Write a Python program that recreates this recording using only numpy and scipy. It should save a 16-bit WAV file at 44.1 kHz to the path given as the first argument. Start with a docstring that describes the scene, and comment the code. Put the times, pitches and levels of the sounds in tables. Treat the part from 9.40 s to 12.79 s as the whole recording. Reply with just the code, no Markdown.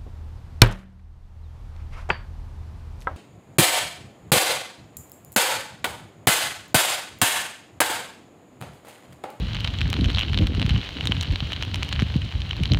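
"""Open, windy ground, where a lava flow cools. Its glassy crust snaps in sharp cracks close by,
over a patter of small ticks and the hiss of the whole field. Gusts buffet the microphone.
Each snap is a jolt that rings a flake, knocks the crust and clicks brightly; the hiss and the wind
are coloured noises that follow level curves, and each buffet is a few slowing swings of pressure.
"""
import sys
import numpy as np
from scipy import signal
from scipy.fft import rfft, irfft, next_fast_len
from scipy.io import wavfile
from scipy.ndimage import uniform_filter1d

SR = 44100
rng = np.random.default_rng(int(sys.argv[2]) if len(sys.argv) > 2 else 0)


def wav_out(sig):
    """Save sig, one row per channel (or a flat mono array), as 16-bit PCM at SR to the path in sys.argv[1]."""
    wavfile.write(sys.argv[1], SR, np.round(np.clip(np.atleast_2d(sig).T, -1, 1) * 32767).astype(np.int16))


N = 149499  # length in samples

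# Names in _TRIM_DB are offsets added to the levels of a table or setting.
# Spectrum tables give a shape only: each sound is levelled after it is coloured.

# Wind rumble on the microphone, before its trim: start_s, level_db [s, dB]
GUST_LEVEL = [(0, -22.5), (.08, -28.5), (.21, -29.5), (.29, -27), (.37, -30.5), (.44, -20), (.56, -30.5),
              (.64, -20.5), (.72, -28), (.76, -21), (.84, -35), (.93, -21.5), (1.02, -24.5), (1.1, -26),
              (1.18, -25), (1.23, -32), (1.37, -21.5), (1.42, -42.5), (1.59, -38.5), (1.63, -30),
              (1.79, -23.5), (1.87, -37.5), (1.92, -26.5), (1.99, -35), (2.03, -27), (2.1, -35),
              (2.4, -26.5), (2.47, -35), (2.6, -22), (2.68, -28.5), (2.85, -26), (2.92, -43), (2.94, -22.5),
              (3.05, -31.5), (3.16, -31.5), (3.22, -27.5), (3.28, -27.5), (3.33, -18.5), (3.39, -23)]
# Upper, fluttering part of the wind, before its trim: start_s, level_db [s, dB]
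FLUTTER_LEVEL = [(0.0, -27.5), (0.08, -45.5), (0.25, -44), (0.31, -39), (0.56, -36), (0.59, -24.5),
                 (0.83, -41.5), (0.87, -28.5), (0.94, -40), (1.01, -26.5), (1.06, -32.5), (1.38, -31.5),
                 (1.43, -57), (1.59, -38.5), (1.66, -32.5), (1.78, -36), (1.82, -46), (1.93, -30),
                 (1.98, -50), (2.1, -41), (2.6, -41.5), (2.62, -32), (2.67, -45), (2.735, -47),
                 (2.755, -25), (2.79, -38), (2.92, -57), (2.94, -37.5), (3.06, -52), (3.22, -35),
                 (3.25, -39.5), (3.32, -24.5), (3.39, -30)]
# Colour of the rumble: pitch_hz, relative level_db [Hz, dB]
RUMBLE_SPECTRUM = [(15, -40), (25, -12), (40, -4), (55, 5), (85, 6.5), (130, -1.5), (200, -10),
                   (320, -24.5), (700, -92)]
# Colour of the flutter: pitch_hz, relative level_db [Hz, dB]
FLUTTER_SPECTRUM = [(10, -69), (60, 2), (140, 0.5), (200, -3), (280, -4), (400, -14.5), (700, -24.5),
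                    (1500, -50), (5000, -100)]
# Colour of the steady wind over the field: pitch_hz, relative level_db [Hz, dB]
AIR_SPECTRUM = [(10, -51), (30, 3), (80, 3), (200, -4.5), (400, -16.5), (800, -41), (2000, -49)]
RUMBLE_TRIM_DB, FLUTTER_TRIM_DB, FLUTTER_ROUGH_DB, AIR_DB = 0.52, -1, 4, -47.5

# Bustle of the crust, heard as its hiss, before its trim: start_s, level_db [s, dB]
ACTIVITY = [(0.0, -38.5), (0.52, -39), (0.8, -38), (1.1, -41.5), (1.37, -37.5), (2.0, -38), (3.0, -40),
            (3.39, -40.5)]
# Colour of the hiss: pitch_hz, relative level_db [Hz, dB]
HISS_SPECTRUM = [(200, -9.5), (400, -6.5), (1310, -12.5), (2400, -11), (2750, -7), (3050, -2.5),
                 (3550, -8.5), (4050, -7), (4950, -19.5), (6950, -27.5), (7750, -34), (9320, -35.5),
                 (10400, -41), (15500, -42)]
HISS_TRIM_DB, HISS_FLICKER_DB = -3, 0.85

# Small ticks: average rate, base level, and how far chance lifts it
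TICKS_PER_S, SMALL_DB, SMALL_SPREAD_DB, SMALL_MAX_LIFT_DB = 200, -43, 3.5, 8
# Pitch and width of their ring; the spreads are in natural-log units
SMALL_HZ, SMALL_PITCH_SPREAD, SMALL_WIDTH_HZ, SMALL_WIDTH_SPREAD = 3130, 0.22, 860, 0.55
# Their knock and bright tick, before the trims shared with the cracks
SMALL_KNOCK_DB, KNOCK_SPREAD_DB, SMALL_TICK_DB, TICK_SPREAD_DB = -5, 4.5, -28.5, 7
FLURRY_GAIN, FLURRY_S = 0.2, 0.05  # crowding around each near crack, and its fade time

# Near cracks, before the trims: start_s, level_db, flake pitch_hz, resonance width_hz,
# knock_db and tick_db relative to the level [s, dB, Hz, Hz, dB, dB]
CRACKS = [(0.1332, -30.5, 3100, 1200, -10, -20.5), (0.1472, -29.5, 3270, 400.0, -6, -20),
          (0.1677, -29, 2930.0, 1300.0, -5.5, -29), (0.2057, -29, 2900, 900.0, -21, -21),
          (0.2452, -24, 3140, 1600.0, -16, -30), (0.2487, -23.5, 2980, 600.0, -5.5, -24),
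          (0.2752, -24, 3860, 700.0, -7, -25), (0.387, -28.5, 3270, 400.0, -15, -22),
          (0.408, -29, 3800, 907, -4, -20), (0.4151, -20, 2780, 1700.0, -27, -27),
          (0.502, -33.5, 3350.0, 1600.0, -13, -7.5), (0.5295, -24.5, 2830.0, 1300.0, -2, -17.5),
          (0.5404, -28, 3900, 700, -3, -23), (0.5664, -30, 3500, 1500, -3, -22),
          (0.6106, -27, 3630, 1600.0, -31, -27), (0.6435, -26, 3380, 810, -6.5, -18.5),
          (0.6484, -27, 3100, 300, -19, -33), (0.6584, -32, 3000, 1600, -2.5, -16),
          (0.6971, -29, 3000, 400.0, -13, -38), (0.7013, -27.5, 3630, 904.4, -3, -24),
          (0.748, -22, 3720, 800, -13, -29), (0.7607, -28, 3630, 900.0, -17, -27),
          (0.7727, -27, 3200, 2200, -2, -25), (0.784, -18.5, 3220, 800.0, -10, -30),
          (0.7927, -23.5, 3250, 1000.0, -8.5, -19), (0.8015, -24, 2780, 600, -15, -28),
          (0.8106, -19.5, 3030, 600, -13.5, -31), (0.821, -25, 2770, 400.0, -12, -31),
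          (0.827, -28, 2700, 400, -13, -36), (0.833, -24, 3032, 1600.0, -6, -43),
          (0.883, -28, 2940, 400.0, -11.5, -43), (0.8975, -33, 3200, 800, -12, -28),
          (0.9327, -28.5, 2740.0, 1100.0, -1.5, -22), (0.9446, -23, 3420, 1500.0, -8, -29),
          (0.9753, -20, 3700, 780, -9.5, -28), (0.988, -22, 3480, 1600.0, -15, -25),
          (1.0134, -33.5, 3200, 900, -9, -23), (1.0233, -36.5, 2900, 1100, -4, -21),
          (1.0701, -25.5, 3230, 1200.0, -9.5, -20), (1.149, -33.5, 2896, 2000, -1.5, -18),
          (1.197, -25.5, 3120, 2610, -4.5, -24), (1.2169, -25, 3056, 1300.0, -6.5, -25),
          (1.227, -24, 3120, 793.6, -6, -31), (1.2635, -28.5, 3440, 1100.0, -4, -19),
          (1.2933, -27.5, 2870.0, 600.0, -2.5, -17.5), (1.297, -25.5, 3730, 1000.0, -12, -33),
          (1.3067, -25.5, 2860, 400.0, -10, -29), (1.3613, -27, 2810.0, 800.0, -4, -39),
          (1.3779, -31.5, 3190.0, 1600.0, -16, -39), (1.4143, -30, 3550, 900, -10, -36),
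          (1.4315, -35, 2900, 1100, -1, -29), (1.4905, -33.5, 3000, 1600, 0.5, -16.5),
          (1.569, -32, 2690, 700.0, -4.5, -43), (1.609, -22.5, 2922, 400.3, -9, -31),
          (1.6556, -29, 3110.0, 400.0, -6, -13.5), (1.6722, -18.5, 3690, 260, -12, -20),
          (1.7205, -17, 3150, 396, -8, -30.5), (1.7667, -32, 3340, 400.5, -20, -37),
          (1.8107, -24, 3480, 700.0, -14, -13.5), (1.8276, -34, 3200, 400.0, -3, -10),
          (1.8326, -29.5, 3550, 600.0, -6, -20), (1.8559, -32.5, 3160, 400, -16, -32),
          (1.9583, -24.5, 3897, 1570, -6, -26), (2.0046, -24, 3150, 1702, -6.5, -31),
          (2.1209, -28, 3120, 1300, -2.5, -20), (2.132, -23.5, 3304, 800.0, -12, -26),
          (2.163, -29.5, 3439, 500.0, -8, -27), (2.225, -24.5, 2980, 2550, -1.5, -16.5),
          (2.2338, -27.5, 3050, 500, -9, -27), (2.344, -23.5, 3000, 1782, -6, -15),
          (2.3576, -30, 2690.0, 2600.0, -1, -13.5), (2.4255, -31, 2828, 1600.0, 0.5, -35),
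          (2.4305, -22.5, 2840, 2600.0, -2.5, -17.5), (2.4902, -32, 3193, 700.0, -19, -15),
          (2.5267, -23.5, 2832, 985, -3.5, -19.5), (2.5302, -26.5, 3430, 800.0, -11, -24),
          (2.5615, -29.5, 3200, 600.0, -4.5, -36), (2.593, -28, 2920, 400.0, 1.5, -35),
          (2.599, -28.5, 2840, 1900.0, 0.5, -17.5), (2.6213, -28.5, 2950, 1300.0, 0, -20.5),
          (2.7411, -32.5, 2970, 901, -6.5, -31), (2.8188, -31, 3087, 400, -22, -41),
          (3.0185, -30, 3480, 1096, -10, -22), (3.1099, -22, 3000, 412, -11.5, -28.5),
          (3.1312, -31.5, 2700, 699, -2.5, -27), (3.2352, -23.5, 2820, 1300.0, -10, -20.5),
          (3.256, -23, 3200, 1500, -10, -27), (3.319, -20, 3660, 898, -17, -27),
          (3.3355, -25, 3240, 397, -9, -15.5), (3.3462, -24, 3240.0, 2600.0, -3.5, -28),
          (3.373, -31, 2920.0, 900.0, -2.5, -34)]
# Colour laid over every flake's ring, peaking near 3 and 4 kHz: pitch_hz, relative level_db [Hz, dB]
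RING_SPECTRUM = [(400, -38.5), (1200, -2.5), (2300, -4), (2700, -1), (3030, 4), (3500, -3), (4000, 1),
                 (4400, -4.5), (4950, -12), (7000, -18.5), (10000, -40)]
# Colour of the low knock: pitch_hz, relative level_db [Hz, dB]
KNOCK_SPECTRUM = [(150, -29.5), (450, -0.5), (950, 5.5), (1550, 9.5), (2200, 9), (3200, -5), (6000, -68.5)]
# Colour of the bright tick: pitch_hz, relative level_db [Hz, dB]
TICK_SPECTRUM = [(2000, -27), (4500, -2.5), (5600, 7.5), (6900, 4.5), (7800, -3), (9400, -5),
                 (10400, -12.5), (15500, -12.5)]
CRACK_TRIM_DB, KNOCK_TRIM_DB, TICK_TRIM_DB = 2.07, 1, 5
SPLINTER_SHARE, SPLINTER_S = 0.17, 0.00048  # tiny fractures trailing each snap, and their fade time
SCATTER_DB, SCATTER_T60_S = -11.5, 0.029  # sound thrown back by the rough ground
# Each bright tick also rings a tiny chip at a random pitch
CHIP_LOW_HZ, CHIP_HIGH_HZ, CHIP_WIDTH_HZ, CHIP_SHARE = 4900, 14700, 1200, 1.35

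# Single eddies that thump the microphone, before their trim:
# start_s of the peak, peak level_db, pitch_hz at the peak [s, dB, Hz]
BUFFETS = [(0.601, -14.5, 146), (0.622, -16, 190), (0.663, -18, 74.6), (0.998, -16, 153),
           (1.028, -13, 81.6), (1.167, -17.5, 90), (1.185, -17.5, 180), (1.254, -11.5, 109.1),
           (1.314, -13.5, 115), (1.348, -14, 123), (1.368, -17, 126), (1.698, -17.5, 189.8),
           (1.908, -12.5, 72), (2.029, -19, 137), (2.628, -11.5, 147), (2.764, -10, 140),
           (3.213, -16.5, 130), (3.226, -14.5, 103), (3.326, -14.5, 178)]
BUFFET_TRIM_DB = 1
BUFFET_LEAD_CYCLES, BUFFET_CYCLES = 1.51, 0.95  # onset ahead of the peak; spread of the swings

LOW_CUT_HZ, CUTOFF_HZ = 28, 16000


def from_db(db):
    """Decibels to gain."""
    return 10 ** (np.asarray(db) / 20)


def rms_one(x):
    """Scale to rms 1."""
    return x / np.sqrt(np.mean(x ** 2) + 1e-20)


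def in_time(rows):
    """A control curve at every sample."""
    s, value = np.transpose(rows)
    return np.interp(np.arange(N) / SR, s, value)


def drift(rate_hz):
    """Smooth random wander with spread 1: noise through two equal low-pass poles."""
    step = 40  # samples between control points
    pole = np.exp(-2 * np.pi * rate_hz * step / SR)
    raw = rng.standard_normal(N // step + 2002)
    slow = signal.lfilter([1], [1, -2 * pole, pole ** 2], raw)[2000:]  # skip the filter's start
    return np.interp(np.arange(N) / step, np.arange(len(slow)), rms_one(slow))


def gains(spectrum, size):
    """Gain of a spectrum table at each bin, drawn along log frequency."""
    hz, db = np.transpose(spectrum)
    bin_hz = np.arange(size // 2 + 1) * SR / size
    return from_db(np.interp(np.log(bin_hz + 1), np.log(hz), db))


def causal(spectrum, size):
    """Minimum-phase response with this spectrum, so that a hit starts at once."""
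    cepstrum = irfft(np.log(gains(spectrum, size)))
    cepstrum[1:size // 2] *= 2
    cepstrum[size // 2 + 1:] = 0
    return np.exp(rfft(cepstrum))


def noise(spectrum):
    """Coloured noise of rms 1."""
    size = 2 * next_fast_len(N // 2 + 1)
    white = rfft(rng.standard_normal(size))
    return rms_one(irfft(white * gains(spectrum, size))[:N])


def evened(x, window_s):
    """Hold the short-term level of a noise near 1."""
    power = uniform_filter1d(x ** 2, int(window_s * SR))
    return x / np.sqrt(power + 1e-3)


def wind():
    """Eddies rumble on the microphone under a ragged, higher flutter and the steady wind of the field."""
    rumble_gain = from_db(in_time(GUST_LEVEL) + RUMBLE_TRIM_DB)
    rumble = rumble_gain * evened(noise(RUMBLE_SPECTRUM), window_s=0.0506)
    flutter_db = in_time(FLUTTER_LEVEL) + FLUTTER_TRIM_DB + FLUTTER_ROUGH_DB * drift(27.6)
    flutter = from_db(flutter_db) * evened(noise(FLUTTER_SPECTRUM), window_s=0.0348)
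    steady = from_db(AIR_DB) * noise(AIR_SPECTRUM)
    return rumble + flutter + steady


def field_hiss(activity_db):
    """The whole field cracking blurs into coloured noise that follows the bustle and flickers a little."""
    level_db = activity_db + HISS_TRIM_DB + HISS_FLICKER_DB * drift(31)
    return from_db(level_db) * noise(HISS_SPECTRUM)


def flurries():
    """Relative rate of small ticks, averaging about 1: they crowd around the near cracks."""
    t = np.arange(0, N, 100) / SR
    crack_s = np.array(CRACKS)[:, :1]
    near = np.exp(-np.abs(t - crack_s) / FLURRY_S).sum(axis=0)
    rate = 1 + FLURRY_GAIN * near
    return in_time(np.column_stack([t, rate / rate.mean()]))


def small_ticks(activity_db):
    """Small flakes let go at random, more often near the cracks and louder where the crust is busy."""
    busy_db = activity_db - activity_db.mean()
    at = np.flatnonzero(rng.random(N) < TICKS_PER_S * flurries() / SR)
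    chance = rng.standard_normal((len(at), 6))
    strength = (chance[:, 0] ** 2 + chance[:, 1] ** 2) / 2  # mostly weak, now and then strong
    lift_db = np.minimum(SMALL_SPREAD_DB * strength, SMALL_MAX_LIFT_DB)
    level_db = SMALL_DB + busy_db[at] / 2 + lift_db
    pitch, width, knock, tick = np.clip(chance[:, 2:].T, -1.6, 1.6)
    pitch_hz = SMALL_HZ * np.exp(SMALL_PITCH_SPREAD * pitch)
    width_hz = SMALL_WIDTH_HZ * np.exp(SMALL_WIDTH_SPREAD * width)
    knock_db = SMALL_KNOCK_DB + KNOCK_SPREAD_DB * knock
    tick_db = SMALL_TICK_DB + TICK_SPREAD_DB * tick
    return snaps(np.column_stack([at / SR, level_db, pitch_hz, width_hz, knock_db, tick_db]))


def near_cracks():
    """The crust close by gives way in sharp snaps at set moments."""
    return from_db(CRACK_TRIM_DB) * snaps(CRACKS)


def resonance(f, hz, width_hz):
    """Response of one damped mode, 1 at its top."""
    damping = 1j * f * width_hz
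    return damping / (hz ** 2 - f ** 2 + damping)


def jolts(count, size):
    """Spectra of sharp impulses, each with its own splinters and scatter off the rough ground."""
    t = np.arange(size) / SR
    splinters = SPLINTER_SHARE * np.exp(-t / SPLINTER_S)
    tail = from_db(-60 * t / SCATTER_T60_S) * (t > 0.001)
    scatter = from_db(SCATTER_DB) * tail / np.sqrt(np.sum(tail ** 2))
    jolt = rng.standard_normal((count, size)) * (splinters + scatter)
    jolt[:, 0] = 1
    return rfft(jolt)


def snaps(rows, size=1024):
    """Each fracture is a jolt that rings a flake, knocks the crust and ticks with a tiny chip."""
    s, level_db, pitch_hz, width_hz, knock_db, tick_db = np.transpose(rows)[:, :, None]
    f = np.arange(size // 2 + 1) * SR / size
    jolt = jolts(len(rows), size)
    flake = resonance(f, pitch_hz, width_hz)
    chip_hz = rng.uniform(CHIP_LOW_HZ, CHIP_HIGH_HZ, s.shape)
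    chip = 1 + CHIP_SHARE * resonance(f, chip_hz, CHIP_WIDTH_HZ)
    parts = ((flake * causal(RING_SPECTRUM, size), 0),
             (causal(KNOCK_SPECTRUM, size), knock_db + KNOCK_TRIM_DB),
             (chip * causal(TICK_SPECTRUM, size), tick_db + TICK_TRIM_DB))
    waves = 0
    for response, part_db in parts:
        part = irfft(jolt * response)
        # level each part by its energy, counted as if spread over 2 ms
        loudness = np.sqrt(np.sum(part ** 2, axis=1, keepdims=True) / (0.002 * SR))
        waves = waves + from_db(level_db + part_db) * part / loudness
    out = np.zeros(N + size)
    starts = np.clip(s[:, 0] * SR, 0, N).astype(int)
    for start, wave in zip(starts, waves):
        out[start:start + size] += wave
    return out[:N]


def buffets():
    """Each eddy hits the microphone abruptly and leaves in a few slowing swings of pressure."""
    out, t = np.zeros(N), np.arange(N) / SR
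    for peak_s, peak_db, pitch_hz in BUFFETS:
        age = 1 + (t - peak_s) * pitch_hz / BUFFET_LEAD_CYCLES  # 0 at the onset, 1 at the peak
        at = np.flatnonzero((age > 0) & (age < 10))
        cycles = BUFFET_LEAD_CYCLES * np.log(age[at])  # the logarithm slows the swings
        swell = np.exp(-(cycles / BUFFET_CYCLES) ** 2)
        out[at] += from_db(peak_db + BUFFET_TRIM_DB) * swell * np.cos(2 * np.pi * cycles)
    return out


def scene():
    """Wind, hiss, ticks, cracks and buffets, mixed to one channel."""
    activity_db = in_time(ACTIVITY)
    air = wind() + buffets()
    crust = field_hiss(activity_db) + small_ticks(activity_db) + near_cracks()
    return (air + crust)[None]


def record(dry):
    """The microphone loses the deepest bass; the top is cut steeply."""
    low_cut = signal.butter(4, LOW_CUT_HZ, "high", fs=SR, output="sos")
    top_cut = signal.ellip(10, 0.1, 80, CUTOFF_HZ, fs=SR, output="sos")  # 0.1 dB ripple, 80 dB down
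    thinned = signal.sosfilt(low_cut, dry)
    return signal.sosfilt(top_cut, thinned)


dry = scene()
out = record(dry)
wav_out(out)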